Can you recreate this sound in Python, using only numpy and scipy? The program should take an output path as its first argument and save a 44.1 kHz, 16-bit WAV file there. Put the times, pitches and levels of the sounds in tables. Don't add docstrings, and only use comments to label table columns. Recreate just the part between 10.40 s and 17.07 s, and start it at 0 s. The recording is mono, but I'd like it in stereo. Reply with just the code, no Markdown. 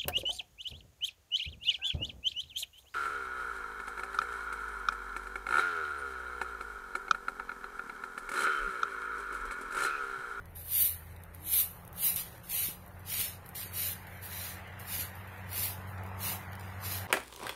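import sys
import numpy as np
from scipy import signal
from scipy.io import wavfile
from scipy.ndimage import uniform_filter1d

SR = 44100
rng = np.random.default_rng(int(sys.argv[2]) if len(sys.argv) > 2 else 0)


def inscribe(sig):
    pcm = np.round(np.clip(np.atleast_2d(sig).T, -1, 1) * 32767)
    wavfile.write(sys.argv[1], SR, pcm.astype(np.int16))


def attenuation_scalar(level_db):
    decades = np.asarray(level_db, float) / 20
    return 10 ** decades


N = 294147

# (t/s, firing f/Hz, nearness/dB, ground echo on the firing tone/dB, load brightening the roar/dB)
ENGINE = [(0.0, 84.0, -8, 1, -3), (0.6, 84.2, -8, 7.5, 0.9), (1.2, 86.2, -5, 0, -4),
          (1.7, 87.2, -1, -9.5, -4), (2.2, 88.6, -4.5, -9, -6.5), (2.6, 89.6, -3, -1.5, -4.5),
          (3.2, 90.2, -2.5, -1.5, -2), (3.7, 91, -2, 0, 4), (4.1, 92, 0.7, -1.5, 2),
          (4.7, 93, 1, -2.2, 2.5), (5.2, 94, 2, 2.5, 0), (5.75, 94.9, 6.5, -1, -4), (6.2, 95, 3, 0.3, -1),
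          (6.67, 95, 5, 2.5, -0.5)]


def evened(x):
    return x / np.sqrt(np.mean(x ** 2) + 1e-20)


def along(rows, t):
    s, *columns = np.transpose(rows)
    return [np.interp(t, s, c) for c in columns]


def across(rows, hz):
    f, *columns = np.transpose(rows)
    return [np.interp(np.log(hz + 1), np.log(f + 1), c)[:, None] for c in columns]


def smoothed(x, bins, frames):
    return uniform_filter1d(uniform_filter1d(x, size=bins, axis=1), size=frames, axis=2)


def drift(count, span_s):
    width = max(int(span_s * SR), 1)
    return evened(uniform_filter1d(uniform_filter1d(rng.standard_normal(count), width), width))


def split(x, edge_hz):
    low = signal.sosfiltfilt(signal.butter(4, edge_hz, fs=SR, output="sos"), x)
    return low, x - low


def firing_turns(hz):
    return 2 * np.pi * np.cumsum(hz + 0.7 * drift(N, 0.039)) / SR


def roar():
    # (f/Hz, level per Hz/dB)
    rumble_curve = [(12, -38), (24, -20), (45, -4), (63, -15), (87, 1), (109, -3.5), (135, -5),
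                    (179, -12.5), (235, -20), (600, -13), (780, -68), (1320, -120)]
    # (f/Hz, right level/dB, left level/dB)
    roar_curve = [(300, -24, -28.5), (560, -7.5, -16.5), (695, -1, 1), (850, 3, -2), (1070, 0.5, -3.5),
                  (1430, 1, -6.5), (1915, 0.5, -8.5), (2266, -5, -13.5), (2970, -13, -20.5),
                  (4140, -27.5, -27), (5800, -35, -42)]
    # (f/Hz, left-right likeness 0-1)
    likeness = [(30, 1), (100, 0.97), (250, 1), (500, 1), (1000, 0.45), (3000, 0.11)]
    rumble_at_0_db, roar_at_0_db = -47.5, -55
    rumble_share = 0.49
    lead_s = 0.00034

    frames, hz = N // 512 + 5, np.fft.rfftfreq(2048, 1 / SR)
    f = hz[:, None]
    a, b, c, d, patches = rng.standard_normal((frames, 1025, 5)).T
    patches = evened(uniform_filter1d(uniform_filter1d(patches, size=16, axis=0), size=7, axis=1))
    t = np.arange(frames) * 512 / SR
    _, near_db, _, load_db = along(ENGINE, t)

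    bright = np.clip((f - 1250) / 400, 0, 1)
    level_db = roar_at_0_db + near_db * np.clip(f / 700, 0.4, 1)
    level_db = level_db + bright * (load_db + 1) - 9.5 + 1.52 * patches
    right_db, left_db = across(roar_curve, hz)

    rumble_db = rumble_at_0_db + rumble_share * near_db
    rumble_db = np.where(f < 70, -45 - 1.9 * t, rumble_db)
    rumble = attenuation_scalar(across(rumble_curve, hz)[0] + rumble_db - 7)

    same = np.clip(across(likeness, hz)[0], -1, 1)
    right = a + 1j * b
    early = np.exp(2j * np.pi * f * lead_s)
    left = same * right * early + np.sqrt(1 - same ** 2) * (c + 1j * d)
    left = left * np.hypot(attenuation_scalar(level_db + left_db), rumble)
    right = right * np.hypot(attenuation_scalar(level_db + right_db), rumble)
    return signal.istft(np.array([left, right]), nperseg=2048, noverlap=1536)[1][:, :N]


def drone():
    hz, near_db, ground_db, _ = along(ENGINE, np.arange(N) / SR)
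    turns = firing_turns(hz)
    firing_db = -49.5 + 0.87 * near_db + ground_db + 0.63 * drift(N, 0.074) + 1.2 * drift(N, 0.18)
    double_db = -59 + 0.66 * near_db + 2.1 * drift(N, 0.021) + 1.2 * drift(N, 0.09)
    tones = attenuation_scalar(firing_db) * np.sin(turns) + attenuation_scalar(double_db) * np.sin(2 * turns)
    rumble, upper = split(roar(), 940)
    pulses = attenuation_scalar(0.32 * np.cos(turns) + 1.15 * drift(N, 0.0059))
    return np.sqrt(2) * tones + rumble + upper * pulses


def pump():
    # (f/Hz, glide/Hz per s, level/dB, fade/dB per s)
    hum = (53, -2.6, -65, -2.5)
    hz, hz_per_s, db, db_per_s = hum
    t = np.arange(N) / SR
    level = attenuation_scalar(db + db_per_s * t + 1.9 * drift(N, 0.072))
    return np.sqrt(2) * level * np.sin(2 * np.pi * (hz + hz_per_s * t / 2) * t)


def grit(per_s, spread_db):
    size = attenuation_scalar(spread_db * np.minimum(rng.exponential(1, N), 4)) * rng.choice([-1., 1.], N)
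    return evened(size * (rng.random(N) < per_s / SR))


def pressure(t):
    # (touch t/s, swell/s, hold/s, bristle pressure/dB, share of low scrape/dB)
    strokes = [(0.246, 0.16, 0.051, -25.5, -5.5), (1.013, 0.17, 0.013, -25, -4.5),
               (1.551, 0.12, 0.018, -27, -2.5), (2.073, 0.08, 0.091, -31, 0.5),
               (2.651, 0.087, 0.1, -34.5, 3), (3.303, 0.1, 0.078, -34, -1.5),
               (3.868, 0.072, 0.15, -42.5, 1.1), (4.436, .11, 0.061, -37, -2.5),
               (5.07, .12, 0.08, -34.5, -4), (5.779, 0.095, 0.017, -32.5, -2),
               (6.387, 0.11, 0.056, -38, -1)]
    # (touch t/s, swell/s, hold/s, pressure/dB, share of low scrape/dB)
    dabs = [(0.07, .01, 0.027, -70, -6), (0.147, 0.013, 0.047, -45.5, -6), (0.657, 0.016, 0.035, -67, 5),
            (0.93, .015, .002, -58, 2.5), (1.761, 0.0034, 0.015, -34.5, 2.9),
            (1.907, .015, 0.029, -61.5, 9), (2.024, 0.019, 0.018, -53.5, 3), (2.49, .02, .1, -68.5, 2),
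            (3.042, .02, 0.023, -58, -11), (3.147, 0.0057, 0.074, -42, 1.5),
            (3.666, .012, 0.096, -58.5, -4), (3.809, 0.025, 0.019, -45.5, -3.5),
            (4.386, 0.015, 0.0084, -52, -4), (4.745, 0.014, 0.045, -58.5, -10),
            (4.87, 0.014, 0.13, -64, -4), (5.447, 0.044, 0.023, -59, -7.5), (5.623, .015, 0.028, -68, -14),
            (6.116, .015, 0.041, -74, -7), (6.206, 0.015, 0.12, -65, 4.5)]
    landing_db, swell_bend = -30, 2.12
    lift_db_per_s, lift_knee_s = 227, 0.01
    settle_db, settle_db_per_s = -25, 68
    dull_per_db = 0.1

    touch, swell, hold, peak_db, scrape_db = np.transpose(strokes + dabs)[:, :, None]
    swell = np.maximum(swell, 0.002)
    after = np.maximum(t - touch - swell - np.maximum(hold, 0), 0)
    rise_db = landing_db * np.maximum(1 - (t - touch) / swell, 0) ** swell_bend
    lift_db = -lift_db_per_s * (np.hypot(after, lift_knee_s) - lift_knee_s)
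    settling = attenuation_scalar(settle_db - settle_db_per_s * after)
    shape = attenuation_scalar(np.maximum(rise_db, -200)) * np.hypot(attenuation_scalar(lift_db), settling)
    fine = attenuation_scalar(peak_db) * shape
    low = fine * attenuation_scalar(scrape_db) * shape ** -dull_per_db
    return np.linalg.norm(fine, axis=0), np.linalg.norm(low, axis=0)


def broom():
    t = np.arange(N) / SR
    fine, scrape = [np.interp(t, t[::64], gain) for gain in pressure(t[::64])]
    clumps_db = 0.92 * drift(N, 0.00058) + 1.2 * drift(N, 0.027)
    shared, own = grit(5000, 3.4), np.array([grit(9000, 3.2), grit(9000, 0.92)])
    skips = 0.88 * shared + own + 0.65 * rng.standard_normal((2, N))
    bristles = evened(skips * attenuation_scalar(clumps_db))
    grain_s = 0.0012
    trickle = signal.lfilter([1], [1, -np.exp(-1 / (grain_s * SR))], abs(grit(25, 2.5)))
    air = rng.standard_normal((2, N)) * np.hypot(1, attenuation_scalar(-4.5) * evened(trickle))
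    bright = fine * bristles + attenuation_scalar(-72.5) * air
    dull = (scrape - fine) * bristles + (attenuation_scalar(-68) - attenuation_scalar(-71)) * air
    return bright + split(dull, 9340)[0]


def pebbles():
    # (t/s, peak level/dB, share of low scrape/dB)
    ticks = [(0.1555, -39, -7), (0.7632, -40, 2.5), (0.836, -36.5, -0.5), (0.9472, -33, -7),
             (1.4501, -41.5, -5), (1.477, -36.5, -6), (1.5284, -37, -3), (1.7604, -8.5, -26),
             (1.929, -42, 3), (1.9555, -51, -13.5), (1.9794, -42, 3), (2.0981, -24, 3), (2.4618, -41, -14),
             (2.4783, -37, -11), (2.5945, -41, -7), (3.0609, -34.5, -2), (3.0899, -32, -22),
             (3.6696, -39.5, 5.5), (4.3979, -33, -5), (4.7536, -38, -8), (4.8753, -41, -15),
             (5.1312, -25, -9), (5.581, -49, 10), (5.6351, -41, -11), (5.663, -41, -4), (6.12, -42.5, -3),
             (6.131, -37.5, 2), (6.1529, -37, -2), (6.1963, -37, 1), (6.2094, -40.5, 5.5)]
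    rattle_s = 0.0016
    out, t = np.zeros(N), np.arange(800) / SR
    shape = np.exp(-t / rattle_s) * np.minimum(0.45 + t / 0.001, 1)
    for s, db, scrape_db in ticks:
        snap = rng.standard_normal(800) + 0.96 * (t == 0)
        low, high = split(attenuation_scalar(db - 6) * snap * shape, 5900)
        out[round(s * SR):][:800] += low * attenuation_scalar(scrape_db) + high
    return out


def yard(x, t60=0.088, wet_db=-11):
    taps = np.zeros((2, 8000))
    at = np.arange(10, 7980, 20) + rng.integers(0, 20, (2, 399))
    np.put_along_axis(taps, at, rng.choice([-1., 1.], at.shape), 1)
    taps *= attenuation_scalar(-60 * np.arange(8000) / SR / t60)
    tail = signal.fftconvolve(x, taps / np.linalg.norm(taps[0]), axes=1)[:, :N]
    return (x + attenuation_scalar(wet_db) * tail) / np.sqrt(1 + attenuation_scalar(2 * wet_db))


def ports(x):
    # (t/s, share of the turn 0-1, right port late/ms)
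    turn_curve = [
        (0, 0.27, 0.21),
        (1.5, 0.26, 0.33),
        (2.8, 0.48, 0.4),
        (4, 0.8, 0.47),
        (5.2, 1, 0.394),
        (6.67, 0.98, 0.42),
    ]
    # (f/Hz, right before/dB, right after/dB, left before/dB, left after/dB)
    port_curve = [(854, -40, -17.5, -49, -15), (1650, -29.5, -13, -48, -19.5),
                  (2160, -20.5, -9.5, -39.5, -11), (2850, -17.5, -9, -37, -10),
                  (4200, -19.5, -7.5, -25, -12), (4780, -20.5, -15, -31.5, -8.5),
                  (7200, -23, -15, -30, -11), (7900, -27, -19, -42, -19), (8500, -17, -10, -47, -27),
                  (9200, -9, -6, -35, -17), (10460, -11, -10, -34, -7.5), (11750, -3.5, 0.1, -31.5, -13),
                  (13390, -10.5, -7.5, -34, -9), (16700, -12, -16, -18, -8)]
    hz, t, z = signal.stft(x, SR, nperseg=256, noverlap=192)
    turn, late_ms = along(turn_curve, t)
    turn = np.clip(turn, 0, 1)
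    right0, right1, left0, left1 = across(port_curve, hz)
    gain = attenuation_scalar([left0 + turn * (left1 - left0), right0 + turn * (right1 - right0)])
    top = (hz > 8500) & (hz < 15500)
    gain /= np.sqrt((gain[:, top] ** 2).sum((0, 1)) / 4 / len(hz))
    z = z * gain
    z[1] *= np.exp(-2j * np.pi * hz[:, None] * late_ms / 1000)
    return signal.istft(z, SR, nperseg=256, noverlap=192)[1][:, :N]


def bird():
    # (start t/s, length/s, first f/Hz, last f/Hz, level/dB)
    call = (0.955, .145, 280, 330, -59)
    start, length, first_hz, last_hz, db = call
    swell_db = -8
    u = np.arange(0, length, 1 / SR) / length
    turns = 2 * np.pi * np.cumsum(first_hz + (last_hz - first_hz) * u) / SR
    level = np.sqrt(2) * attenuation_scalar(db + swell_db * (1 - u)) * signal.windows.tukey(len(u), 0.3)
    out = np.zeros(N)
    out[round(start * SR):][:len(u)] += level * np.sin(turns)
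    return out


def knocks():
    # (t/s, peak level/dB, f/Hz)
    taps = [
        (2.287, -39, 300),
        (2.799, -47, 300),
        (3.26, -46, 337),
        (4.592, -42, 300),
        (5.653, -43, 850),
        (5.716, -38.5, 840),
    ]
    out, t = np.zeros(N), np.arange(600) / SR
    for s, db, hz in taps:
        out[round(s * SR):][:600] += attenuation_scalar(db + 7) * np.sin(2 * np.pi * hz * t) * np.exp(-t / 0.0017)
    return out


def scene():
    return ports(yard(broom() + pebbles())) + drone() + pump() + bird() + knocks()


def thinned(x, edge_hz=15650, near_hz=1400, weak_per_db=0.24, sudden_db=10):
    # (f/Hz, threshold in spreads of chance; 0 = half is lost)
    loss = [(600, -9), (1200, -3), (2000, -1.9), (3000, -1), (4700, 0), (6200, .3), (7200, .05),
            (8300, .25), (9500, -.4), (11800, -.7), (13500, -.35), (15300, .1)]
    hz, t, z = signal.stft(x, SR, nperseg=2048, noverlap=1536)
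    power, bins = abs(z) ** 2 + 1e-20, int(near_hz / hz[1])
    near = uniform_filter1d(power, bins, 1)
    local = smoothed(power, 9, 5)

    chance = rng.standard_normal((len(t), len(hz), 3)).T
    chance = chance[:2] + 1.6 * chance[2]
    narrow = evened(smoothed(chance, 4, 5))
    wide = evened(smoothed(narrow, 16, 3))
    score = 0.72 * narrow + 0.68 * wide
    score += weak_per_db * 10 * np.log10(local / uniform_filter1d(near, size=5, axis=2))
    score = score[:, ::4, ::2].repeat(4, axis=1).repeat(2, axis=2)[:, :len(hz), :len(t)]
    keep = (score > across(loss, hz)[0]) * (hz[:, None] < edge_hz)
    keep = keep * np.sqrt(near / (uniform_filter1d(power * keep, bins, 1) + 0.039 * near))

    top = split(x.mean(0), 6000)[1] ** 2 + 1e-14
    jump_db = 10 * np.log10(abs(uniform_filter1d(top, size=64) / uniform_filter1d(top, size=1500)))
    sudden = np.pad(jump_db, (256, 2048))[:len(t) * 512].reshape(-1, 512).max(1) > sudden_db
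    keep[:, :, uniform_filter1d(1. * sudden, size=2) > 0] = hz[:, None] < 15900
    return signal.istft(z * keep, SR, nperseg=2048, noverlap=1536)[1][:, :N]


def roll_off(x):
    return signal.sosfilt(signal.butter(12, 16300, fs=SR, output="sos"), x)


def record(dry):
    mix = thinned(dry)
    return roll_off(mix)


dry = scene()
out = record(dry)
inscribe(out)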